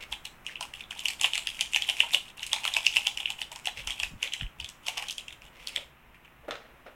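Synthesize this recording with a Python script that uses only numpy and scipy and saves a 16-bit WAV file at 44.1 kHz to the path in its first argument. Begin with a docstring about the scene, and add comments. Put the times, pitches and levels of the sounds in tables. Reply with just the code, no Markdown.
"""A plastic seasoning sachet, squeezed and shaken out over a paper noodle cup on a table in a small room.
Kneaded in bouts, its creases buckle in sharp snaps, finer crinkling swells around each one, and the cup
answers hollowly. The film slides on fingers and lid; near the end it brushes the lid, which is then bent
back. A small microphone hears it close by, with room air, faint hum, sleeves and soft bumps underneath."""
import sys
import numpy as np
from scipy import signal
from scipy.fft import rfft, irfft
from scipy.io import wavfile
from scipy.ndimage import uniform_filter1d

SR = 44100
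rng = np.random.default_rng(int(sys.argv[2]) if len(sys.argv) > 2 else 0)


def dump(signal):
    """Clip the signal to [-1, 1] and save it as 16-bit WAV at the path in sys.argv[1]."""
    limited = np.clip(np.atleast_2d(signal).T, -1, 1)
    pcm = np.round(limited * 32767).astype(np.int16)
    wavfile.write(sys.argv[1], SR, pcm)


N = 306495


def amp(db):
    """Decibels to gain."""
    return 10 ** (np.asarray(db) / 20)


def unit_rms(x):
    """Scales to rms 1."""
    return x / np.sqrt(np.mean(x ** 2) + 1e-20)


def unit_click(x):
    """Scales a click to the energy of two milliseconds at rms 1."""
    return x * np.sqrt(.002 * SR / (np.sum(x ** 2) + 1e-20))


def at_hz(points, hz):
    """Interpolates a curve on a log-frequency axis."""
    freqs, values = np.transpose(points)
    return np.interp(np.log(hz + 1), np.log(freqs + 1), values)


def add(mix, start_s, sound):
    """Mixes a sound in at start_s."""
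    part = mix[max(round(start_s * SR), 0):][:len(sound)]
    part += sound[:len(part)]


def noise(colour, size, tilt_db=0):
    """Noise of a given colour, tilted by tilt_db an octave."""
    hz = np.fft.rfftfreq(size, 1 / SR)
    gain = amp(at_hz(colour, hz) + tilt_db * np.log2(hz + 1))
    return unit_rms(irfft(rfft(rng.standard_normal(size)) * gain, size))


def flutter(size, width):
    """A random wander of rms 1, smoothed over width samples."""
    return unit_rms(uniform_filter1d(rng.standard_normal(size), width))


def coloured(x, colour, size=1024):
    """A causal filter of unit energy, which keeps attacks sharp."""
    log_gain = np.log(amp(at_hz(colour, abs(np.fft.fftfreq(size, 1 / SR)))))
    taps = np.fft.ifft(np.exp(np.conj(signal.hilbert(log_gain)))).real
    return signal.oaconvolve(x, taps / np.linalg.norm(taps))[:len(x)]


def crackle(grains, per_s, spread_db):
    """A steady patter of grains at random times, most small and a few large."""
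    out, hop = np.zeros(N), 16
    for grain in grains:
        chance, draw = rng.random((2, N // hop))
        for step in np.flatnonzero(chance < per_s / len(grains) * hop / SR):
            level_db = spread_db * min(-np.log(draw[step]), 3)
            add(out, (step + draw[step]) * hop / SR, amp(level_db) * grain)
    return unit_rms(out)


# Mains hum in the room: pitch_hz, level_db
HUM_PARTIALS = [(57.5, -73.5), (118.4, -81.5), (238, -76), (355.3, -78.5)]
# Still air around the microphone: freq_hz, gain_db
AIR_COLOUR = [(20, -2), (60, 6), (85, -11), (135, 0.5), (200, -7), (400, -12), (760, -9.5), (1000, -9),
              (1600, -10), (2700, -9), (3500, -20), (4600, -29), (8000, -36), (16000, -26)]
def room_tone(air_db=-59):
    """The room's own sound: a faint, wavering hum in steady air noise."""
    t = np.arange(N) / SR
    knots = np.linspace(0, N / SR, 40)
    hum = np.zeros(N)
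    for hz, db in HUM_PARTIALS:
        waver = np.interp(t, knots, rng.standard_normal(len(knots)))
        hum += amp(db) * np.sqrt(2) * np.sin(2 * np.pi * hz * t + waver)
    return hum + amp(air_db) * noise(AIR_COLOUR, N)


# Arms moving at the table: time_s, level_db
SLEEVE_LEVELS = [(0, -55), (.4, -57), (1, -56.5), (2.3, -58), (3.8, -58), (4.5, -59.5), (5, -58.5),
                 (5.5, -59), (5.75, -57), (5.95, -63.5), (6.95, -59.5)]
# Brushing cloth: freq_hz, gain_db
CLOTH_COLOUR = [(25, 9), (110, 1), (250, -1), (450, -5.5), (1000, -1), (2200, -7), (4500, -24),
                (16000, -22.5)]
def sleeves():
    """Sleeves brush softly as the arms move."""
    level_db = np.interp(np.arange(N) / SR, *np.transpose(SLEEVE_LEVELS))
    return amp(level_db) * noise(CLOTH_COLOUR, N)


# Film sliding against lid and fingers: start_s, end_s, level_db
SLIDES = [(0, 0.051, -42), (0.462, 0.554, -48.5), (1.224, 1.285, -38.5), (2.0, 2.068, -41),
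          (3.756, 3.824, -39.5), (4.206, 4.287, -39.5), (4.867, 5.109, -52.5), (5.16, 5.41, -64),
          (5.5, 5.887, -53.5)]
# Sliding film: freq_hz, gain_db
SLIDE_COLOUR = [(300, -31), (520, -1), (700, -21), (1700, -12), (2150, 2), (2700, -1), (4000, -10.5),
                (16000, -33)]
def film_slides(slips_per_s=1500):
    """Sliding film sticks and slips very finely."""
    pressure = np.zeros(N)
    for start, end, db in SLIDES:
        add(pressure, start, amp(db) * signal.windows.tukey(round((end - start) * SR)))
    slips = crackle([np.ones(1)], slips_per_s, spread_db=5.8)
    return pressure * unit_rms(coloured(slips, SLIDE_COLOUR))


# Soft bumps right at the microphone: start_s, level_db, length_s, pitch_hz
MIC_BUMPS = [(0.095, -50.5, 0.059, 39.3), (3.75, -51, 0.12, 81.5), (3.833, -45, 0.1, 36.2),
             (3.999, -48.5, 0.11, 46.4), (4.103, -44.5, 0.079, 145.5), (4.402, -37.5, 0.069, 68),
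             (4.437, -35.5, 0.045, 27), (4.578, -46.5, 0.091, 52)]
def mic_bumps(wobble=0.63):
    """Dull, uneven swings of a few cycles."""
    out, t = np.zeros(N), np.arange(8192) / SR
    for start, db, length, hz in MIC_BUMPS:
        sway = 1 + wobble * flutter(len(t), 200)
        arch = np.sin(np.pi * np.minimum(t / length, 1))
        swing = np.sqrt(2) * np.sin(2 * np.pi * np.cumsum(hz * sway) / SR)
        add(out, start, amp(db) * arch * swing)
    return out


def facet_ring(hz, swell_s=0.00041):
    """A facet of film flips over and rings for a few cycles."""
    t = np.arange(256) / SR
    return unit_click(t ** 2 * np.exp(-t / swell_s) * np.sin(2 * np.pi * (hz * t + rng.random())))


def crease_tick(decay_s=0.00033, shiver_db=-15, shiver_s=0.00082):
    """The crease gives way in a fraction of a millisecond, and the film shivers after it."""
    t = np.arange(1024) / SR
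    envelope = np.exp(-t / decay_s) + amp(shiver_db) * np.exp(-t / shiver_s)
    return unit_click(rng.standard_normal(len(t)) * envelope)


# The paper cup on the table and the air in it: pitch_hz, level_db, t60_s
CUP_MODES = [(599, -10, 0.045), (735, -5, 0.031), (829, 6, 0.026), (928, 0, 0.041), (1067, -4.5, 0.038),
             (1410, 6, 0.0087), (1800, -8, 0.0017), (2300, -2.5, 0.016)]
def cup_knock(spread=0.059, onset_s=0.001):
    """The cup's modes ring, a little different wherever the sachet touches."""
    t = np.arange(2048) / SR
    hz, db, t60 = np.transpose(CUP_MODES)[:, :, None]
    detune, weight = rng.standard_normal((2, len(CUP_MODES), 1))
    modes = weight * amp(db - 60 * t / t60) * np.sin(2 * np.pi * hz * (1 + spread * detune) * t)
    onset = 1 - np.exp(-(t / onset_s) ** 2)
    return unit_click(modes.sum(axis=0) * onset)


# A large crease's tick: freq_hz, gain_db
TICK_COLOUR = [(1200, -59), (2000, -18.5), (4400, 2), (5500, 1), (8000, -2), (10000, -8.5), (12000, -21.5),
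               (16000, -22)]
# The airier ticks of tiny creases: freq_hz, gain_db
FIZZ_COLOUR = [(1500, -15), (4500, 1), (6000, -1.5), (8500, 1), (12500, -6.5), (16000, -27)]
# Creases buckling over the cup, levels before trims: time_s, ring_db, pitch_hz, tick_db, cup_db
CREASES = [(0.126, -23.5, 3230, -37, -35.5), (0.2536, -30.5, 2880, -33.5, -50),
           (0.4656, -27, 2870, -39, -56), (0.5564, -31, 2810, -58, -75), (0.6095, -32.0, 3000, -34, -30.5),
           (0.627, -31.5, 2900, -35, -39.5), (0.738, -33, 2860, -43.5, -68), (0.807, -33, 2700, -53, -64),
           (0.9091, -28.5, 2960, -37, -42.5), (0.993, -31.5, 3100, -38, -58), (1.0565, -17, 2890, -27, -46),
           (1.0841, -25, 2600, -23.5, -58), (1.2132, -23.5, 3070, -23, -35.0),
           (1.2435, -13.5, 3090, -31, -32), (1.247, -15.5, 2770, -30.5, -35),
           (1.3347, -19.5, 3020, -32, -52), (1.3546, -21, 2680, -33, -46.0),
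           (1.3784, -20, 2800, -27.5, -39), (1.472, -20.5, 3050, -26.5, -58),
           (1.6098, -17.5, 3060, -23.5, -38), (1.7465, -15.0, 2960, -42, -43),
           (1.761, -14.5, 2620, -27.5, -31.5), (1.8221, -19.5, 3160, -33.5, -70),
           (1.8895, -17.5, 3050, -32.5, -36), (1.8982, -17, 3030, -28.0, -40), (2.004, -9, 2910, -27, -38),
           (2.0333, -51, 2890, -57, -29.5), (2.136, -22, 3750, -38, -33.5),
           (2.1465, -11.0, 2910, -21.5, -33), (2.431, -27, 3060, -33.5, -66),
           (2.4665, -35, 2980, -31.5, -76), (2.5313, -14.5, 3390, -21.5, -31),
           (2.5632, -42, 2720, -53, -33.5), (2.652, -21, 2740, -25.5, -27), (2.6773, -20.0, 3200, -30, -40),
           (2.739, -23.5, 3620, -28.5, -50), (2.7668, -14.5, 2600, -28, -28.0),
           (2.8663, -11, 2750, -20, -44), (2.968, -10.5, 2810, -25.5, -32),
           (3.0703, -14, 3110, -21.5, -34.5), (3.1741, -23.5, 2860, -31, -52),
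           (3.2028, -24, 3140, -41, -42), (3.2574, -17.5, 2930, -49, -81), (3.3033, -24, 2840, -29.5, -39),
           (3.4168, -23, 2880, -36.0, -43.5), (3.518, -38.5, 3030, -39, -38), (3.5606, -39, 3040, -39, -39),
           (3.6568, -28, 2700, -34, -49), (3.6724, -20.5, 3160, -33.5, -30),
           (3.8736, -27, 3000, -32.5, -35.5), (3.906, -23, 3210, -36, -42.5),
           (3.9999, -23, 3020, -34, -39.5), (4.0341, -21, 2700, -34, -39.5),
           (4.229, -18.5, 2860, -28.5, -41), (4.2755, -30.5, 3160, -54, -50),
           (4.3228, -29.5, 3070, -50, -72), (4.3363, -22, 3100, -31.5, -71),
           (4.4109, -25, 2990, -56, -44.5), (4.6011, -28.5, 2930, -42.5, -48),
           (4.6451, -31, 3220, -42.5, -73), (4.6903, -41, 3030, -40, -62.5),
           (4.8673, -33.0, 3090, -33.5, -43), (4.884, -23, 2920, -27, -31), (4.974, -28, 2850, -35.5, -38),
           (4.9798, -26, 3010, -32.5, -34.5), (5.0244, -31, 2830, -37.5, -36),
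           (5.085, -32.5, 3150, -35.0, -52), (5.0978, -27.5, 3140, -38, -75),
           (5.1091, -40, 3350, -32.5, -70), (5.1818, -27.5, 3220, -35.5, -50),
           (5.2825, -32.5, 2900, -46, -78), (5.3263, -42, 3280, -48, -66),
           (5.6726, -30.5, 3170, -29.5, -72), (5.7618, -19, 3310, -32, -54), (6.146, -53, 2660, -68.5, -65),
           (6.249, -52.5, 2750, -70.5, -66)]
def snaps(jerk_db=-15, jerk_s=.0014, neighbour_db=-16, scatter_s=.014, crumble_below_db=-20):
    """Each large crease snaps in a few quick jerks, and small neighbours give way after it."""
    film, ticks, fizz, cup = np.zeros((4, N))
    for time, ring_db, hz, tick_db, cup_db in CREASES:
        add(film, time, amp(ring_db - .5) * facet_ring(hz))
        add(ticks, time, amp(tick_db + 1) * crease_tick())
        add(cup, time, amp(cup_db - 1.5) * cup_knock())
        crumble_db = 0.44 * (crumble_below_db - ring_db)  # strong creases go at once, weak ones crumble
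        jerks = [(time + side * jerk_s * (1 + .5 * rng.random()), jerk_db) for side in (-1, 1)]
        neighbours = [(time + scatter_s * abs(lag), neighbour_db) for lag in rng.standard_normal(4)]
        for at, share_db in jerks + neighbours:
            size, detune = rng.standard_normal(2)
            gain = amp(share_db + crumble_db + 2 * size)
            add(film, at, gain * amp(ring_db) * facet_ring(hz * np.exp(0.17 * detune - .05)))
            add(fizz, at, gain * amp(tick_db - 4) * crease_tick())
    return film + coloured(ticks, TICK_COLOUR) + coloured(fizz, FIZZ_COLOUR) + cup


def add_swell(mix, peak_s, peak_db, build_s, ease_s):
    """Adds pressure that builds up to peak_s and eases off."""
    t = np.arange(-min(peak_s, .12), .2, 1 / SR)
    add(mix, peak_s + t[0], amp(peak_db) * np.exp(np.minimum(t / build_s, -t / ease_s)))


# Bouts of kneading over the cup: start_s, end_s, effort_db
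KNEADING_BOUTS = [(.74, .83, -49), (0.933, 1.157, -42.5), (1.28, 1.7, -45.5), (1.725, 2.202, -44.5),
                  (2.247, 2.32, -50.5), (2.365, 2.46, -42), (2.53, 3.165, -43.5), (3.127, 3.35, -49),
                  (3.379, 3.432, -40.5), (3.51, 3.575, -54), (3.726, 4.12, -48), (4.318, 4.423, -48.5),
                  (4.61, 4.716, -57), (4.806, 5.127, -51.5), (5.408, 5.496, -54.5), (5.577, 5.85, -56)]
def squeezes(firm_db=-20.5, firm_build_s=.011, touch_db=-17):
    """Effort on the film and contact with the cup: bouts of kneading, and a swell around each snap."""
    kneading, swells, pressing = np.zeros((3, N))
    for start, end, db in KNEADING_BOUTS:
        add(kneading, start, amp(db) * signal.windows.tukey(round((end - start) * SR), 0.31))
    for time, ring_db, _, _, cup_db in CREASES:
        build_s = firm_build_s * amp(0.49 * (ring_db - firm_db))  # stronger creases resist longer
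        force_db = 0.58 * ring_db + 0.33 * cup_db - 11
        add_swell(swells, time, force_db, build_s, ease_s=0.015)
        add_swell(pressing, time, cup_db - 14, build_s=0.0083, ease_s=0.029)
    return np.hypot(kneading, swells), amp(touch_db) * kneading + pressing


def crinkle(tiny_per_s=600, pitch_hz=2850, variants=60):
    """Many tiny creases and a few middling ones give way in each squeeze; the cup answers when touched."""
    effort, contact = squeezes()
    pitches = pitch_hz * np.exp(.14 * rng.standard_normal(variants))
    facets = [facet_ring(hz, swell_s=0.00034) for hz in pitches]
    rings = crackle(facets, tiny_per_s, spread_db=4)
    ticks = crackle([crease_tick(0.00078) for _ in range(variants)], tiny_per_s, spread_db=4)
    fizz = unit_rms(coloured(ticks, FIZZ_COLOUR))
    clicks = [ring + amp(-9) * coloured(crease_tick(.0003), TICK_COLOUR)[:len(ring)] for ring in facets]
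    middling = crackle(clicks, per_s=45, spread_db=3.2)
    cup = crackle([cup_knock() for _ in range(variants)], per_s=170, spread_db=2.4)
    film = amp(-5) * rings + amp(-11) * fizz + amp(-4) * middling
    return effort * film + contact * amp(-2) * cup


# A dull brush against the cup's lid, then the lid bending and scraping:
# start_s, level_db, rise_s, decay_s, tilt_db_per_octave
LID_TOUCHES = [(5.763, -44.5, 0.0099, 0.037, -5.5), (6.426, -55.5, 0.029, 0.029, -4.5),
               (6.48, -36, 0.0025, 0.044, -5.5), (6.5087, -25, 0.00094, 0.0021, 5.5),
               (6.514, -39, 0.002, 0.054, 1), (6.554, -34.5, 0.00068, 0.0028, 3),
               (6.63, -57.5, 0.023, 0.096, -2), (6.852, -43.5, 0.018, 0.025, -2.5)]
# Foil-backed paper: freq_hz, gain_db
FOIL_PAPER_COLOUR = [(130, -41), (250, -9), (370, -9.5), (450, 2), (580, 6.5), (780, -3), (1030, -9),
                     (1400, 2.5), (2100, -4), (3600, -8), (8000, -32), (16000, -72)]
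def lid(grain_db=3):
    """The sachet brushes the foil-paper lid with a dull thud; later the lid bends in grainy bursts."""
    out, t = np.zeros(N), np.arange(16384) / SR
    for start, db, rise, decay, tilt_db in LID_TOUCHES:
        envelope = np.minimum(t / rise, 1) * np.exp(-np.maximum(t - rise, 0) / decay)
        grain = unit_rms(amp(grain_db * flutter(len(t), 70)))
        add(out, start, amp(db) * envelope * grain * noise(FOIL_PAPER_COLOUR, len(t), tilt_db))
    return out


# Decay of the small room: freq_hz, t60_s
ROOM_DECAY = [(200, 0.13), (800, 0.24), (3000, 0.24), (7000, 0.33), (14000, 0.29)]
def room_tail(onset_s=0.0063):
    """A diffuse room response of unit energy, each band dying at its own speed."""
    hz, t, bands = signal.stft(rng.standard_normal(SR // 2), SR, nperseg=256)
    decay = amp(-60 * t / at_hz(ROOM_DECAY, hz)[:, None])
    response = signal.istft(bands * decay, SR, nperseg=256)[1]
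    response *= np.minimum(np.arange(len(response)) / SR / onset_s, 1) ** 2
    return response / np.linalg.norm(response)


# Echoes reaching the microphone off the table and the body: delay_s, gain
FIRST_ECHOES = [(.0011, 0.13), (.0025, 0.013), (.0078, -0.044), (.0093, -.1), (0.0106, 0.068),
                (0.0138, -0.086)]
def room(direct, wet_db=-8, tails=3):
    """First echoes, then tails that crossfade as the hands move about."""
    out, t = direct.copy(), np.arange(N) / SR
    for delay, gain in FIRST_ECHOES:
        add(out, delay, gain * direct)
    for k in range(tails):
        share = np.sqrt(2 / tails) * np.cos(np.pi * (1.757 * t + k / tails))
        out += amp(wet_db) * signal.oaconvolve(direct * share, room_tail())[:N]
    return out


def scene():
    """Sachet, cup and lid from close by, in mono, over the quiet of the room."""
    at_table = snaps() + crinkle() + film_slides() + lid()
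    return (room(at_table) + mic_bumps() + room_tone() + sleeves())[None]


def record(dry, dip_hz=4560, dip_q=8, depth=0.38, edge_hz=16200):
    """The small microphone's narrow treble dip, then the band limit."""
    dip_band = signal.lfilter(*signal.iirpeak(dip_hz, dip_q, fs=SR), dry)
    lowpass = signal.firwin(301, edge_hz, window=("kaiser", 9), fs=SR)
    return signal.oaconvolve(dry - depth * dip_band, lowpass[None], "same")


dry = scene()
out = record(dry)
dump(out)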